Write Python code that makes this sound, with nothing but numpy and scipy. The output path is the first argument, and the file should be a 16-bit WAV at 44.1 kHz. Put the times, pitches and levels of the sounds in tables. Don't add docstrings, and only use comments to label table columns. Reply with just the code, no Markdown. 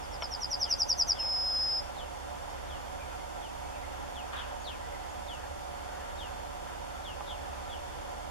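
import sys
import numpy as np
from scipy import signal
from scipy.fft import rfft, irfft
from scipy.io import wavfile

SR = 44100
rng = np.random.default_rng(int(sys.argv[2]) if len(sys.argv) > 2 else 0)


def wav_out(sig):
    wavfile.write(sys.argv[1], SR, np.round(np.clip(np.atleast_2d(sig).T, -1, 1) * 32767).astype(np.int16))


N = 366030
HZ = np.fft.rfftfreq(N, 1 / SR)

# frequency_hz, level_db_per_hz
AIR_SPECTRUM = [(15, -78), (35, -80), (50, -71), (62, -81), (78, -63), (100, -80), (170, -82.5),
                (400, -83.5), (900, -78.5), (1500, -81), (2400, -90), (3500, -88.5), (4500, -100),
                (16000, -125)]
HISS_SPECTRUM = [(20, -85.5), (4400, -92), (7000, -93), (8600, -96), (11000, -100), (13500, -104),
                 (15200, -110)]
WHIRR_SPECTRUM = [(20, -91), (100, -100), (180, -77.5), (300, -73), (440, -77), (700, -79), (1000, -102),
                  (2000, -100), (16000, -140)]
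# frequency_hz, half_width_hz, level_db_per_hz, left_over_right_db
CASE_MODES = [(505.7, 25, -72, -3), (577, 32, -65.5, -3), (728, 32.4, -62.5, -5), (829.7, 31, -64.5, -6),
              (927.5, 52, -68.5, -11.5), (999, 44, -70.5, -7), (1215, 21, -76, -21), (1363, 16.5, -72.5, 1),
              (2135, 11, -78.5, -6)]
# frequency_hz, rms_db, left_over_right_db, left_lead_rad
HUM_TONES = [(38.7, -54.5, -7.5, -0.42), (66.8, -53, -9.5, -0.26), (136, -67, -6, -0.063),
             (13252, -85.5, 4, -1.4)]
# strongest_flick_s, level_db, swell_delay_s
SONG_SYLLABLES = [(0.0408, -47, 0.002), (.1435, -41.5, 0.0038), (0.2445, -32, -0.00015),
                  (.339, -29.5, 0.0026), (.434, -26, .0065), (.532, -23.5, 0.0046), (.632, -21.5, .0007),
                  (.728, -19.5, 0.00013), (0.8213, -19.5, .0005), (.9175, -18.5, 0), (1.012, -17, .0029),
                  (1.109, -17.5, 0.0022)]
# start_s, peak_db, rattle_s, tilt_db_per_octave
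KNOCK_BLOWS = [(.2217, -24.2, .01, 1), (7.2058, -28.7, .005, -4)]
# frequency_hz, level_db, t60_s, left_over_right_db
BODY_MODES = [(480, -10, .04, -2), (690, -2, .04, -2), (830, 3, .05, -2), (1000, 0, .04, 0),
              (1180, -2, .045, 1), (1362, -3, .034, 2), (1690, -10, .03, 3), (2220, -3, .031, 6),
              (2520, -6, .025, 7), (3040, -3, .03, 7), (3480, -6, .02, 7), (4250, -12, .012, 6)]
# loudest_s, level_db, pitch_hz, fall_hz_per_s, burr_fraction, rise_s
LEFT_CHIRPS = [(.676, -48, 3080, 12400, .05, .05), (1.19, -48, 2994, 15100, 0, .042),
               (2.01, -47.5, 3220, 14030, .05, .056), (2.729, -50.5, 3150, 12000, 0.05, .052),
               (3.45, -51, 3080, 14460, .05, .04), (4.184, -46.5, 3050, 17000, 0.1, 0.041),
               (4.404, -43, 3244, 13540, 0.88, 0.054), (4.688, -41, 3420, 22500, 0.4, 0.047),
               (5.32, -45, 3090, 12530, 0.13, .056), (6.225, -44.5, 3140, 13460, .1, .052),
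               (7.084, -45, 3110, 12000, 0, .052), (7.316, -43.5, 3260, 13500, 0.99, 0.057),
               (7.736, -47, 3200, 9400, .5, .05)]
# start_s, length_s, level_db, centre_hz
HOARSE_CALLS = [(1.58, 0.15, -58, 1500), (5.336, 0.17, -54, 1597), (5.849, 0.24, -55.5, 1620),
                (6.199, 0.19, -58, 1544), (6.651, 0.094, -56.5, 1617)]
# start_s, level_db, start_pitch_hz, rise_hz
RISING_GLIDES = [(1.817, -54, 4800, 1100), (2.49, -57, 4900, 800), (4.592, -56.5, 6400, 450),
                 (5.087, -60, 6550, 350), (5.32, -58, 6600, 250)]
# start_s, length_s, level_db, pitch_hz, range_hz
FAR_PHRASES = [(2.97, .28, -56, 2280, 148.6), (3.6, 0.29, -57.5, 2280, 151), (4.788, .31, -55.5, 1980, 25)]
# start_s, level_db, t60_s
FAR_BANGS = [(4.324, -38.5, .7), (4.385, -52, 0.92)]
# frequency_hz, level_db
BANG_SPECTRUM = [(300, -30), (700, -11), (1050, -2), (1650, -1.5), (2100, -12.5), (3200, -10), (4500, -22),
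                 (8000, -40)]
# frequency_hz, t60_s
SCATTER_DECAY = [(200, 0.21), (1500, 0.1), (5000, 0.27), (12000, 0.044)]
# frequency_hz, half_width_hz
CAMERA_NOTCHES = [(3950, 158), (7900, 106)]


def gain_of(db):
    return 10 ** (np.asarray(db) / 20)


def panned(pan_db):
    return gain_of([[pan_db / 2], [-pan_db / 2]])


def unit_rms(x):
    return x / np.sqrt(np.mean(x ** 2) + 1e-20)


def curve_at(points, hz):
    frequency, value = np.transpose(points)
    return np.interp(np.log(hz + 1), np.log(frequency + 1), value)


def add(mix, start_s, sound):
    part = mix[..., max(round(start_s * SR), 0):][..., :sound.shape[-1]]
    part += sound[..., :part.shape[-1]]


def wander(size, hz):
    padded = 2 * SR + size
    rolloff = 1 + (np.fft.rfftfreq(padded, 1 / SR) / hz) ** 4
    return unit_rms(irfft(rfft(rng.standard_normal(padded)) / rolloff))[:size]


def white():
    return rfft(rng.standard_normal(N)) * np.sqrt(SR / 2)


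def diffuse_noise(spectrum):
    return irfft(np.array([white(), white()]) * gain_of(curve_at(spectrum, HZ)), N)


def whistle(hz, octave_db, twelfth_db=-46):
    phase = 2 * np.pi * np.cumsum(hz) / SR
    return np.sin(phase) + gain_of(octave_db) * np.sin(2 * phase) + gain_of(twelfth_db) * np.sin(3 * phase)


def outdoors(direct, pan_db, wet_db):
    echoes = rng.standard_normal((2, SR // 2)) * (rng.random((2, SR // 2)) < .1)
    hz, t, bands = signal.stft(echoes, SR, nperseg=256)
    decay_db = -60 * t / curve_at(SCATTER_DECAY, hz)[:, None]
    tail = signal.istft(bands * gain_of(decay_db) * (t > 0), SR)[1]
    scatter = signal.fftconvolve(direct[None], tail / np.linalg.norm(tail[0]), axes=1)[:, :N]
    return (direct + gain_of(wet_db) * scatter) * panned(pan_db)


def hush(swell_db=.62):
    air, hiss = diffuse_noise(AIR_SPECTRUM), diffuse_noise(HISS_SPECTRUM)
    return air * gain_of(swell_db * wander(N, 3.4)) + hiss


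def camera_whirr(lead_rad=2.172, left_db=-1):
    spectrum = white() * gain_of(curve_at(WHIRR_SPECTRUM, HZ)) * np.array([[-gain_of(left_db)], [1]])
    for hz, half_width, db, pan_db in CASE_MODES:
        mode = white() * gain_of(db) / (1 + 1j * (HZ - hz) / half_width) ** 2
        spectrum += mode * np.array([[gain_of(pan_db) * np.exp(1j * lead_rad)], [1]])
    return irfft(spectrum, N)


def camera_hum(waver=.18, drift_hz=.19):
    out = np.zeros((2, N))
    for hz, db, pan_db, lead_rad in HUM_TONES:
        phase = 2 * np.pi * np.cumsum(hz + drift_hz * wander(N, 2.9)) / SR
        tone = np.sqrt(2) * np.sin(phase + np.array([[lead_rad], [0]]))
        out += gain_of(db) * panned(pan_db) * tone * (1 + waver * wander(N, 6.8))
    return out


def yellowhammer_syllables(flick_hz=86, swing_hz=250, buzz_hz=245, rasp_hz=90, jitter_hz=45):
    swell_s, cut_s, edge_db, shimmer_db = .048, .032, -38.5, 1.25
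    top_hz, end_hz, slide_lead_s, slide_s = 6120, 4940, .043, .06
    full_voice_db, flat_hz_per_db = -17.5, 15
    pure_octave_db, reedy_octave_db = -36, -22
    out = np.zeros(N)
    for flick_s, db, delay in SONG_SYLLABLES:
        t = np.arange(max(delay - swell_s, -flick_s), delay + cut_s, 1 / SR)
        from_peak = t - delay
        swell_db = edge_db * np.where(from_peak < 0, (from_peak / swell_s) ** 2, (from_peak / cut_s) ** 3)
        slide = np.sin(np.pi / 2 * np.clip((from_peak + slide_lead_s) / slide_s, 0, 1)) ** 2
        start_hz = top_hz - flat_hz_per_db * (full_voice_db - db)
        buzzing = np.clip((-.01 - from_peak) / .015, 0, 1)
        flicking = np.clip((t + .012) / .008, 0, 1)
        flick_phase = 2 * np.pi * flick_hz * t
        buzz_phase = 2 * np.pi * (buzz_hz * t + rng.random())
        vibrato = np.sin(flick_phase) - .15 * np.sin(2 * flick_phase)
        hz = start_hz + (end_hz - start_hz) * slide + swing_hz * flicking * vibrato
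        hz += rasp_hz * buzzing * np.sin(buzz_phase) + jitter_hz * wander(len(t), 520)
        gate = 1 - .96 * flicking * abs(np.sin(flick_phase / 2)) ** 3
        flutter = 1 - (.08 + .72 * buzzing) * np.sin(buzz_phase / 2) ** 2
        tone = whistle(hz, pure_octave_db + buzzing * (reedy_octave_db - pure_octave_db))
        effort_db = db + swell_db + shimmer_db * wander(len(t), 250)
        add(out, flick_s + t[0], gain_of(effort_db) * gate * flutter * tone)
    return outdoors(out, pan_db=.9, wet_db=-20)


def knocks(rattle=.1, cutoff_hz=4800):
    out, t = np.zeros((2, N)), np.arange(SR // 4) / SR
    lowpass = signal.butter(4, cutoff_hz, fs=SR, output="sos")
    for start_s, peak_db, rattle_s, tilt_db in KNOCK_BLOWS:
        force = rattle * rng.standard_normal(len(t)) * np.exp(-(t / rattle_s) ** 2)
        force *= rng.random(len(t)) < .3
        force[0] = 1
        body = np.zeros((2, len(t)))
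        for k, (hz, mode_db, t60, pan_db) in enumerate(BODY_MODES):
            ring_db = mode_db + tilt_db * np.log2(hz / 1000) - 60 * t / t60
            body += (-1) ** k * panned(pan_db) * gain_of(ring_db) * np.sin(2 * np.pi * hz * t)
        hit = signal.sosfilt(lowpass, signal.fftconvolve(force[None], body, axes=1))
        add(out, start_s, gain_of(peak_db) * hit / abs(hit.mean(0)).max())
    return out


def chirps(warble_hz=135, jitter_hz=80, clear_swing_hz=55, burred_swing_hz=220):
    onset_db, tail_s, fade_db_per_s, burr_fade_db_per_s = -15, .072, 194, 130
    clear_ease_per_s, burred_ease_per_s = 19, -6
    out = np.zeros(N)
    for loudest_s, db, pitch, fall, burr, rise_s in LEFT_CHIRPS:
        t = np.arange(-rise_s, tail_s, 1 / SR)
        ease = (1 - burr) * clear_ease_per_s + burr * burred_ease_per_s
        fallen_hz = np.cumsum(fall * np.exp(-ease * t)) / SR
        swing = ((1 - burr) * clear_swing_hz + burr * burred_swing_hz) * np.clip(1 - t / tail_s, 0, 1)
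        hz = pitch + np.interp(0, t, fallen_hz) - fallen_hz
        hz += swing * np.sin(2 * np.pi * warble_hz * t) + jitter_hz * wander(len(t), 370)
        fade_db = -(fade_db_per_s + burr * burr_fade_db_per_s) * t
        swell_db = np.where(t < 0, onset_db * abs(t / rise_s) ** 3, fade_db)
        add(out, loudest_s + t[0], gain_of(db + swell_db) * whistle(hz, octave_db=-32))
    return outdoors(out, pan_db=6, wet_db=-8)


def yellowhammer_long_note(buzz_hz=260, depth=.25, swing_hz=55, lag_rad=.43):
    start_s, hold_s, attack_s, release_s = 1.203, .593, .028, .022
    level_db, loudest_s, swell_db, swell_s = -32, 1.6, 1.5, .13
    pitch_hz, sharp_hz, settle_s, sag_hz_per_s = 5120, 47.7, .0425, 76
    t = np.arange(-attack_s, hold_s + release_s, 1 / SR)
    buzz_phase = 2 * np.pi * np.cumsum(buzz_hz + 4 * wander(len(t), 40)) / SR
    hz = pitch_hz + sharp_hz * np.exp(-t / settle_s) - sag_hz_per_s * t
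    hz += swing_hz * np.cos(buzz_phase - lag_rad) + 15 * wander(len(t), 300) + 4.5 * wander(len(t), 30)
    fade = np.interp(t, [t[0], 0, hold_s, t[-1]], [0, 1, 1, 0]) ** 2
    swell = np.exp(-((start_s + t - loudest_s) / swell_s) ** 2)
    strength = gain_of(level_db + swell_db * swell) * fade * (1 + depth * np.cos(buzz_phase))
    strength *= 1 + .05 * wander(len(t), 150) + .07 * wander(len(t), 20)
    out = np.zeros(N)
    add(out, start_s + t[0], strength * unit_rms(whistle(hz, octave_db=-38)))
    return outdoors(out, pan_db=0, wet_db=-23)


def far_calls(width_hz=340):
    out = np.zeros(N)
    for start_s, length_s, db, hz in HOARSE_CALLS:
        t = np.arange(0, length_s, 1 / SR)
        rasp = wander(len(t), width_hz) + 1j * wander(len(t), width_hz)
        call = (rasp * np.exp(2j * np.pi * hz * t)).real
        add(out, start_s, gain_of(db) * signal.windows.tukey(len(t), .7) * call)
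    return outdoors(out, pan_db=0, wet_db=-12)


def rising_glides(length_s=.042, jitter_hz=75):
    out, size = np.zeros(N), int(length_s * SR)
    for start_s, db, start_hz, rise_hz in RISING_GLIDES:
        hz = start_hz + np.linspace(0, rise_hz, size) + jitter_hz * wander(size, 160)
        add(out, start_s, gain_of(db) * signal.windows.hann(size) * whistle(hz, octave_db=-40))
    return outdoors(out, pan_db=0, wet_db=-4)


def far_song(turn_hz=14, uneven_db=2, notes_per_s=10, jitter_hz=75):
    out = np.zeros(N)
    for start_s, length_s, db, pitch, range_hz in FAR_PHRASES:
        t = np.arange(0, length_s, 1 / SR)
        hz = pitch + range_hz * wander(len(t), turn_hz) + jitter_hz * wander(len(t), 160)
        notes = np.sin(np.pi * notes_per_s * t) ** 2 * signal.windows.tukey(len(t), .2)
        strength = gain_of(db + uneven_db * wander(len(t), turn_hz))
        add(out, start_s, strength * notes * whistle(hz, octave_db=-40))
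    return outdoors(out, pan_db=0, wet_db=-2)


def far_clatter(rise_s=.008):
    strength, t = np.zeros(N), np.arange(SR) / SR
    for start_s, db, t60 in FAR_BANGS:
        add(strength, start_s, np.minimum(t / rise_s, 1) * gain_of(db - 60 * t / t60))
    return strength * unit_rms(diffuse_noise(BANG_SPECTRUM))


def scene():
    background = hush() + camera_whirr() + camera_hum()
    yellowhammer = yellowhammer_syllables() + yellowhammer_long_note()
    faint_birdsong = chirps() + far_calls() + rising_glides() + far_song()
    return background + yellowhammer + knocks() + faint_birdsong + far_clatter()


def record(dry):
    for hz, half_width in CAMERA_NOTCHES:
        dry = signal.lfilter(*signal.iirnotch(hz, hz / (2 * half_width), fs=SR), dry)
    lowpass = signal.firwin(511, cutoff=15150, window=("kaiser", 9), fs=SR)
    return signal.oaconvolve(dry, lowpass[None], "same")


dry = scene()
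out = record(dry)
wav_out(out)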